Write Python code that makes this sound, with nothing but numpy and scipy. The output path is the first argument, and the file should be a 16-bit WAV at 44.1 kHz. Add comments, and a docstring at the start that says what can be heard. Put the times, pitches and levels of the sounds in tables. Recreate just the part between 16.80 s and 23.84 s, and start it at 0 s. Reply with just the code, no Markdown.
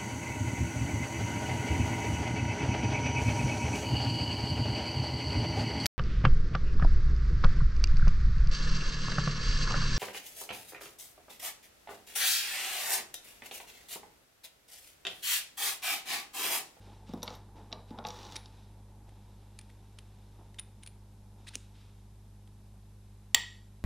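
"""A steel bit and a handle are lifted from a metal holder block, which knocks and slides on a workbench.
Up close, the bit ticks and scrapes at the handle's socket and clicks home; later the tool snaps hard
against a metal watch case. Hits are ringing modes plus a burst of noise; rubs and slides are grainy
noise. A small room answers, over mains hum and a soft hiss."""
import sys
import numpy as np
from scipy import signal
from scipy.fft import rfft, irfft, next_fast_len
from scipy.io import wavfile
from scipy.ndimage import uniform_filter1d, map_coordinates

SR = 44100
rng = np.random.default_rng(int(sys.argv[2]) if len(sys.argv) > 2 else 0)


def waveform_to_disk(signal):
    """Save audio, clipped to [-1, 1], as 16-bit WAV at the path in sys.argv[1]."""
    frames = np.transpose(np.atleast_2d(signal))
    scaled = np.clip(frames, -1, 1) * 32767
    samples = np.round(scaled).astype(np.int16)
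    wavfile.write(sys.argv[1], SR, samples)


N = 310464
TIME = np.arange(N) / SR
T = np.arange(SR // 3) / SR  # time within one hit


def amp(db):
    """Decibels to gain."""
    return 10 ** (np.asarray(db) / 20)


def unit(x):
    """Scale to rms 1."""
    return x / np.sqrt(np.mean(x ** 2) + 1e-20)


def punch(x):
    """Scale a hit so that its loudest three milliseconds have rms 1."""
    return x / np.sqrt(uniform_filter1d(x ** 2, 128).max() + 1e-20)


def along(points, hz):
    """Read (frequency, value) points on a log axis."""
    freqs, values = np.transpose(points)
    return np.interp(np.log(hz + 1), np.log(freqs + 1), values)


def wobble(rate):
    """A smooth random curve, rate knots a second."""
    return map_coordinates(rng.standard_normal(int(N * rate / SR) + 4), [TIME * rate])


def colour(x, spectrum):
    """Minimum-phase EQ through (frequency, level) points."""
    size = 2 * next_fast_len(len(x))
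    cepstrum = irfft(np.log(amp(along(spectrum, np.fft.rfftfreq(size, 1 / SR)))))
    cepstrum[1:size // 2] *= 2
    cepstrum[size // 2 + 1:] = 0
    return irfft(rfft(x, size) * np.exp(rfft(cepstrum)))[:len(x)]


def noise(spectrum):
    """Steady coloured noise of rms 1."""
    return unit(colour(rng.standard_normal(N), spectrum))


def friction(spectrum, grain_db, rate):
    """Noise made of tiny slips of uneven strength."""
    return unit(colour(rng.standard_normal(N) * amp(grain_db * wobble(rate)), spectrum))


def crack(spectrum, t60):
    """The noise burst of two surfaces meeting."""
    return punch(colour(rng.standard_normal(len(T)) * amp(-60 * T / t60), spectrum))


def ring(modes, scatter_db, attack):
    """Decaying modes, their levels scattered anew on each hit."""
    hz, db, t60 = np.transpose(modes)[:, :, None]
    strength = db + scatter_db * rng.standard_normal(hz.shape)
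    sign = (-1) ** np.arange(len(hz))[:, None]  # neighbouring modes swing opposite ways
    waves = sign * np.sin(2 * np.pi * hz * T)
    return punch((amp(strength - 60 * T / t60) * waves).sum(0) * (1 - np.exp(-T / attack)))


def strokes(rows, attack, release):
    """Envelope of strokes: each rises, holds, then falls 60 dB per release time."""
    gain = np.zeros(N)
    for s, length, db in rows:
        rise = np.clip((TIME - s) / attack, 0, 1)
        gain += rise * amp(db - 60 * np.maximum(TIME - s - length, 0) / release)
    return gain


def place(s, sound):
    """A full-length track with the sound at time s."""
    return np.pad(sound, (round(s * SR), N))[:N]


# small-room reverb: (frequency [Hz], t60 [s], level [dB])
REVERB = [(149.6, 0.34, -5.5), (800, 0.3, 3), (1990, 0.42, 0.5), (3540, 0.43, -5.5), (4600, 0.45, -3),
          (7460, 0.44, -14), (11000, 0.21, 2.5), (14900, 0.26, -14)]
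def room(x, wet_db):
    """A sound plus a diffuse tail that builds fast and dies at each frequency's own speed."""
    hz, t, bands = signal.stft(rng.standard_normal(SR // 2), SR, nperseg=256)
    t60, echo_db = (along(np.array(REVERB)[:, [0, k]], hz)[:, None] for k in (1, 2))
    tail = signal.istft(bands * amp(echo_db - 60 * t / t60), SR, nperseg=256)[1]
    tail *= 1 - np.exp(-np.arange(len(tail)) / SR / .0011)
    wet = amp(wet_db) * signal.fftconvolve(x, tail / np.linalg.norm(tail))
    return wet + np.pad(x, (0, len(tail) - 1))


# mains partials: (frequency [Hz], level [dB])
HUM = [(50, -56.5), (100, -55.5), (150, -77), (200, -66), (300, -77.5), (350, -78.5), (400, -77.5)]
# EQ of the centred room tone and of the wide hiss: (frequency [Hz], level [dB])
AIR_EQ = [(20, -3.5), (50, -2.5), (130, -4.5), (220, -3.5), (300, -22.5), (480, -15.5), (700, -19.5),
          (870, -18), (1300, -25.5), (3000, -31), (6000, -31), (12500, -30.5), (13500, -59), (16000, -69)]
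HISS_EQ = [(100, -31), (350, -2.5), (12400, -2.5), (13200, -28)]
def room_tone():
    """A stereo bed of gently wavering mains hum and soft hiss."""
    side = amp(-76.5) * noise(HISS_EQ)
    hum = np.zeros(N)
    for hz, db in HUM:
        peak = np.sqrt(2) * amp(db + .3 * wobble(8.7))
        hum += peak * np.sin(2 * np.pi * (hz * TIME + rng.random()))
    mid = hum + amp(-63.5) * noise(AIR_EQ)
    return np.array([mid + side, mid - side])


# finger rubs on the handle, weight shifts on the bench: (time [s], length [s], level [dB])
RUBS = [(0, 0.13, -66.5), (.26, 0.074, -64.5), (.75, 0.017, -66), (1.07, 0.023, -67.5), (1.57, 0.26, -69),
        (2.26, 1.4, -75.5), (4.57, 0.27, -74), (4.68, 0.041, -67.5), (4.94, 0.11, -69.5)]
SHIFTS = [(.06, 0.034, -60), (.75, 0.082, -55.5), (.9, 0.089, -57), (1.107, .12, -52.5),
          (3.583, 0.022, -58), (4.55, 0.22, -68.5)]
# EQ of bright skin rustle and dull handling: (frequency [Hz], level [dB])
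SKIN_EQ = [(300, -30), (1400, -3), (1900, -8), (2500, -3.5), (3100, -4.5), (3750, 0), (4400, -7.5),
           (5200, -6.5), (7000, -14), (10000, -20.5), (16000, -51)]
HANDLING_EQ = [(100, -10), (200, -1), (400, -4.5), (650, -9), (880, -1), (1150, -16), (2000, -25.5),
               (10000, -69)]
def hands():
    """Fingers rub and hands shift; even held still they rustle, less as they settle."""
    holding = amp(-61 - 2.13 * TIME)
    rub = np.hypot(strokes(RUBS, attack=.015, release=.7), amp(-79))
    shift = np.hypot(strokes(SHIFTS, attack=.009, release=.34), holding)
    skin = rub * friction(SKIN_EQ, grain_db=1, rate=200)
    return skin + shift * friction(HANDLING_EQ, grain_db=1.94, rate=150)


# modes of the block's metal, its hollow body and the bench: (frequency [Hz], level [dB], t60 [s])
METAL_MODES = [(2250, -14, .025), (3430, -4, .016), (3780, 0, .022), (4080, -3, .015), (4600, -5, .02),
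               (5400, -6, .018), (5780, -6, .024), (7250, -16, .022)]
HOLLOW_MODES = [(494, -1.5, 0.18), (760, -11, 0.088), (856, 10.5, 0.073), (969, -2, 0.092),
                (1100, -1.5, .05), (1350, -10, 0.034)]
BENCH_MODES = [(165.8, -1.5, 0.16), (222.6, 4, 0.072), (272, -8, 0.072), (347, -14, 0.056)]
# EQ of their transients: (frequency [Hz], level [dB])
CLACK_EQ = [(300, -21), (1000, -17), (2000, 0), (2800, 3.5), (3800, 4.5), (5800, 3), (8000, -8.5),
            (13000, -1.5), (16000, -15)]
KNOCK_EQ = [(200, -42), (450, 3), (900, 3.5), (1300, -3.5), (2200, -20.5), (4000, -37), (10000, -58)]
THUMP_EQ = [(60, -37), (130, -22), (220, 1.5), (400, -12.5), (700, -24), (2000, -75), (8000, -52)]
def block_hit(s, clack_db, knock_db, reach_hz, thump_over_knock_db=-9):
    """Metal clack, hollow knock and bench thump; a harder contact favours the upper modes."""
    metal = ring(METAL_MODES, scatter_db=5, attack=.000067) + amp(-.5) * crack(CLACK_EQ, t60=.018)
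    low_cut = signal.butter(2, .46 * reach_hz, "high", fs=SR, output="sos")
    high_cut = signal.butter(4, reach_hz, fs=SR, output="sos")
    clack = punch(signal.sosfilt(high_cut, signal.sosfilt(low_cut, metal)))
    thump = ring(BENCH_MODES, scatter_db=2, attack=.001) + amp(-5) * crack(THUMP_EQ, t60=.037)
    knock = ring(HOLLOW_MODES, scatter_db=5, attack=.000081) + amp(1) * crack(KNOCK_EQ, t60=.045)
    body = punch(knock) + amp(thump_over_knock_db) * punch(thump)
    return place(s, room(amp(clack_db) * clack, wet_db=-15.5) + room(amp(knock_db) * body, wet_db=-7.5))


# fingers landing on the block: (time [s], thump level [dB])
PRESSES = [(.2915, -38), (0.3359, -30.5), (.374, -43), (1.106, -38)]
def presses():
    """Fingers press the block against the bench; flesh hardly stirs the metal."""
    return sum(block_hit(s, db - 20, db - 14.5, reach_hz=7000, thump_over_knock_db=14.5)
               for s, db in PRESSES)


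# steel hits on the block: (time [s], clack level [dB], knock level [dB], treble reach [Hz])
CLACKS = [(0.4297, -33.5, -39.5, 10500), (0.4774, -36, -45, 4040), (0.5034, -48, -44.5, 6000),
          (0.551, -51, -55, 4370), (0.9264, -34, -42, 5140), (1.1867, -44.5, -41, 4300),
          (1.25, -37, -36, 3180), (1.5221, -46.5, -57, 9000), (1.5654, -37, -56, 10900),
          (1.6582, -48.5, -60, 6500)]
def clacks():
    """Steel strikes the block, with a lighter graze just ahead of each hit."""
    out = np.zeros(N)
    for s, clack_db, knock_db, reach_hz in CLACKS:
        out += block_hit(s - .009, clack_db - 16, knock_db - 16, reach_hz=5500)
        out += block_hit(s, clack_db, knock_db, reach_hz)
    return out


# pushes on the block: (time [s], length [s], level [dB])
SLIDES = [(.425, 0.121, -56), (1.255, .32, -54.5)]
# EQ of bench drag and steel grit: (frequency [Hz], level [dB])
DRAG_EQ = [(150, 1), (400, 7.5), (650, -3), (880, 11), (1200, -2), (2300, -5.5), (3900, 1.5), (4800, -8.5),
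           (5800, -5), (8500, -20), (14500, -23), (16000, -30)]
GRIT_EQ = [(1000, -30), (3000, -11), (4700, 2), (6000, 0), (8000, -9), (12000, -20), (16000, -21)]
def slides():
    """The block drags and chatters over the bench, while steel scrapes grittily on it."""
    push = strokes(SLIDES, attack=.0068, release=.23)
    drag = friction(DRAG_EQ, grain_db=2.5, rate=700)
    grit = amp(-9) * friction(GRIT_EQ, grain_db=3, rate=250)
    out = room(push * (drag + grit), wet_db=-11)[:N]
    chatter_s, scatter_db = .028, 3.5
    for s, length, db in SLIDES:
        gaps, sizes = rng.standard_normal((2, 16))
        delays = np.cumsum(chatter_s * np.exp(gaps / 2)) - chatter_s / 2
        for delay, size in zip(delays, sizes):
            if 0 < delay < length:
                out += block_hit(s + delay, db + scatter_db * size, db, reach_hz=7500)
    return out


# jolts to the loose bits: (time [s], level [dB])
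JINGLES = [(0.432, -47.5), (.552, -61), (1.271, -57), (1.285, -64)]
# their thin ring: (frequency [Hz], level [dB], t60 [s])
LOOSE_MODES = [(7170, 1, .025), (10200, -1, .03), (11550, -8, .13), (13080, -2, .06)]
def jingles():
    """Jolts shake the loose bits in their holes."""
    return sum(place(s, room(amp(db) * ring(LOOSE_MODES, scatter_db=3, attack=.00035), wet_db=-17))
               for s, db in JINGLES)


def rocking():
    """Freed of the handle, the block rocks: three quick contacts, each 1 dB softer."""
    return sum(block_hit(1.268 + .018 * k, clack_db=-39.5 - k, knock_db=-51 - k, reach_hz=7500)
               for k in range(3))


# rubs of the shank: (time [s], length [s], level [dB], starting pitch [Hz])
SCRAPES = [(1.555, .012, -38, 4500), (2.894, 0.01, -58.5, 1300), (3.785, 0.008, -39.5, 2930),
           (4.024, 0.0085, -59, 2580), (4.667, 0.026, -46, 1707), (4.734, 0.019, -48.5, 1464)]
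# EQ of steel touching steel: (frequency [Hz], level [dB])
STEEL_EQ = [(300, -14), (1000, -6), (2200, 3.5), (3800, 4.5), (4800, -0.5), (8000, -5), (9500, 2.5),
            (11000, -22), (14000, -17), (16000, -56)]
def scrapes():
    """The bit's shank rubs along the socket, squeaking upward as it speeds up."""
    out = np.zeros(N)
    glide_hz_per_s = 110000
    for s, length, db, start_hz in SCRAPES:
        pressure = np.interp(T / length, [0, .3, .85, 1.1], [.22, .55, 1, .0012])  # grows, slips free
        rub = colour(pressure * rng.laplace(size=len(T)), STEEL_EQ)
        pitch = start_hz + glide_hz_per_s * np.minimum(T, length)
        squeak = pressure * wobble(884)[:len(T)] * np.sin(2 * np.pi * np.cumsum(pitch) / SR)
        out += place(s, room(amp(db) * punch(punch(rub) + punch(squeak)), wet_db=-17.5))
    return out


def pluck():
    """The bit leaves its hole and rings freely on one high note."""
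    hz, t60 = 9827, .37
    ping = ring([(hz, 0, t60)], scatter_db=0, attack=.0004)
    return place(1.567, room(amp(-63.5) * ping, wet_db=-19))


# touches of bit on handle: (time [s], tick level [dB], ring level [dB])
TICKS = [(2.2922, -61, -80), (2.789, -44.5, -48), (2.8122, -55, -62), (3.187, -45.5, -53),
         (3.744, -55.5, -79), (3.7948, -40.5, -36.5), (4.034, -47.5, -52), (4.0626, -48, -51),
         (4.0738, -47.5, -47), (5.675, -61, -82)]
# the bit's ping: (frequency [Hz], level [dB])
BIT_MODES = [(9350, -18), (9660, 11), (9780, -30)]
def ticks():
    """The bit hunts for the socket; the looser the grip, the louder and longer it rings."""
    out = np.zeros(N)
    for s, tick_db, ring_db in TICKS:
        t60 = .02 * 2 ** ((ring_db - tick_db) / 21)
        ping = ring([(hz, db, t60) for hz, db in BIT_MODES], scatter_db=2, attack=.0004)
        tick = crack(STEEL_EQ, t60=.019)
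        out += place(s, room(amp(tick_db) * tick + amp(ring_db) * ping, wet_db=-16.5))
    return out


# EQ of the seating click and its faint bright tail: (frequency [Hz], level [dB])
CLICK_EQ = [(100, -24.5), (400, -2.5), (1000, -12.5), (2200, 0.5), (4600, 0), (5300, -4), (5900, 0),
            (7300, 5), (8100, -6.5), (9300, 1), (10600, -10), (11200, -17), (15000, -23)]
SHIMMER_EQ = [(1000, -21), (3000, -14), (6500, 3), (9300, 1), (11000, -10), (15000, -23.5)]
def seat():
    """The bit clicks home and the handle jolts in the hand with a soft thud."""
    click = crack(CLICK_EQ, t60=.0093) + amp(-30) * crack(SHIMMER_EQ, t60=.34)
    thud = amp(-21) * crack(THUMP_EQ, t60=.041)
    return place(4.7547, room(amp(-28.5) * (click + thud), wet_db=-28))


# the watch case's ring: (frequency [Hz], level [dB], t60 [s])
CASE_MODES = [(820, -24.5, 0.021), (964, -21.5, 0.036), (1900, -8, 0.05), (2620, -15, 0.027),
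              (3050, -6.5, 0.013), (3420, -1, 0.012), (3700, -2, 0.0069), (4290, -10.5, 0.017),
              (4586, -13.5, 0.056), (5230, -16.5, 0.013), (5740, -11.5, 0.023), (6490, -17.5, .02),
              (7470, -3.5, .028), (7620, -12, .035), (9140, -13.5, .018), (11270, -25.5, 0.0178),
              (13200, -18.5, .018), (15080, -6.5, .015)]
# EQ of the snap's transient: (frequency [Hz], level [dB])
SNAP_EQ = [(100, -12), (450, -14), (850, -9), (1400, -12.5), (2200, -4.5), (3400, 0), (4800, -6.5),
           (7500, -5), (10000, -22.5), (15000, -20)]
def snap():
    """The tool slips against the hand-held case: a crack, steel modes and one low push."""
    steel = punch(ring(CASE_MODES, scatter_db=0, attack=.00047) + amp(-4) * crack(SNAP_EQ, t60=.028))
    choke = amp(-60 * np.maximum(T - .008, 0) / .013)  # the parts come to rest together
    push = np.sin(2 * np.pi * 130 * T) * amp(-60 * T / .012)
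    return place(6.5457, room(amp(-12) * steel * choke - amp(-24.5) * push, wet_db=-11))


def scene():
    """The bench sounds sit dead centre; only the soft hiss has width."""
    bed = room_tone() + hands()
    block = presses() + clacks() + slides() + jingles() + rocking()
    bit = scrapes() + pluck() + ticks() + seat()
    return bed + block + bit + snap()


def record(dry):
    """A steep high cut at 15.9 kHz."""
    return signal.sosfilt(signal.ellip(10, .1, 80, 15900, fs=SR, output="sos"), dry)


dry = scene()
out = record(dry)
waveform_to_disk(out)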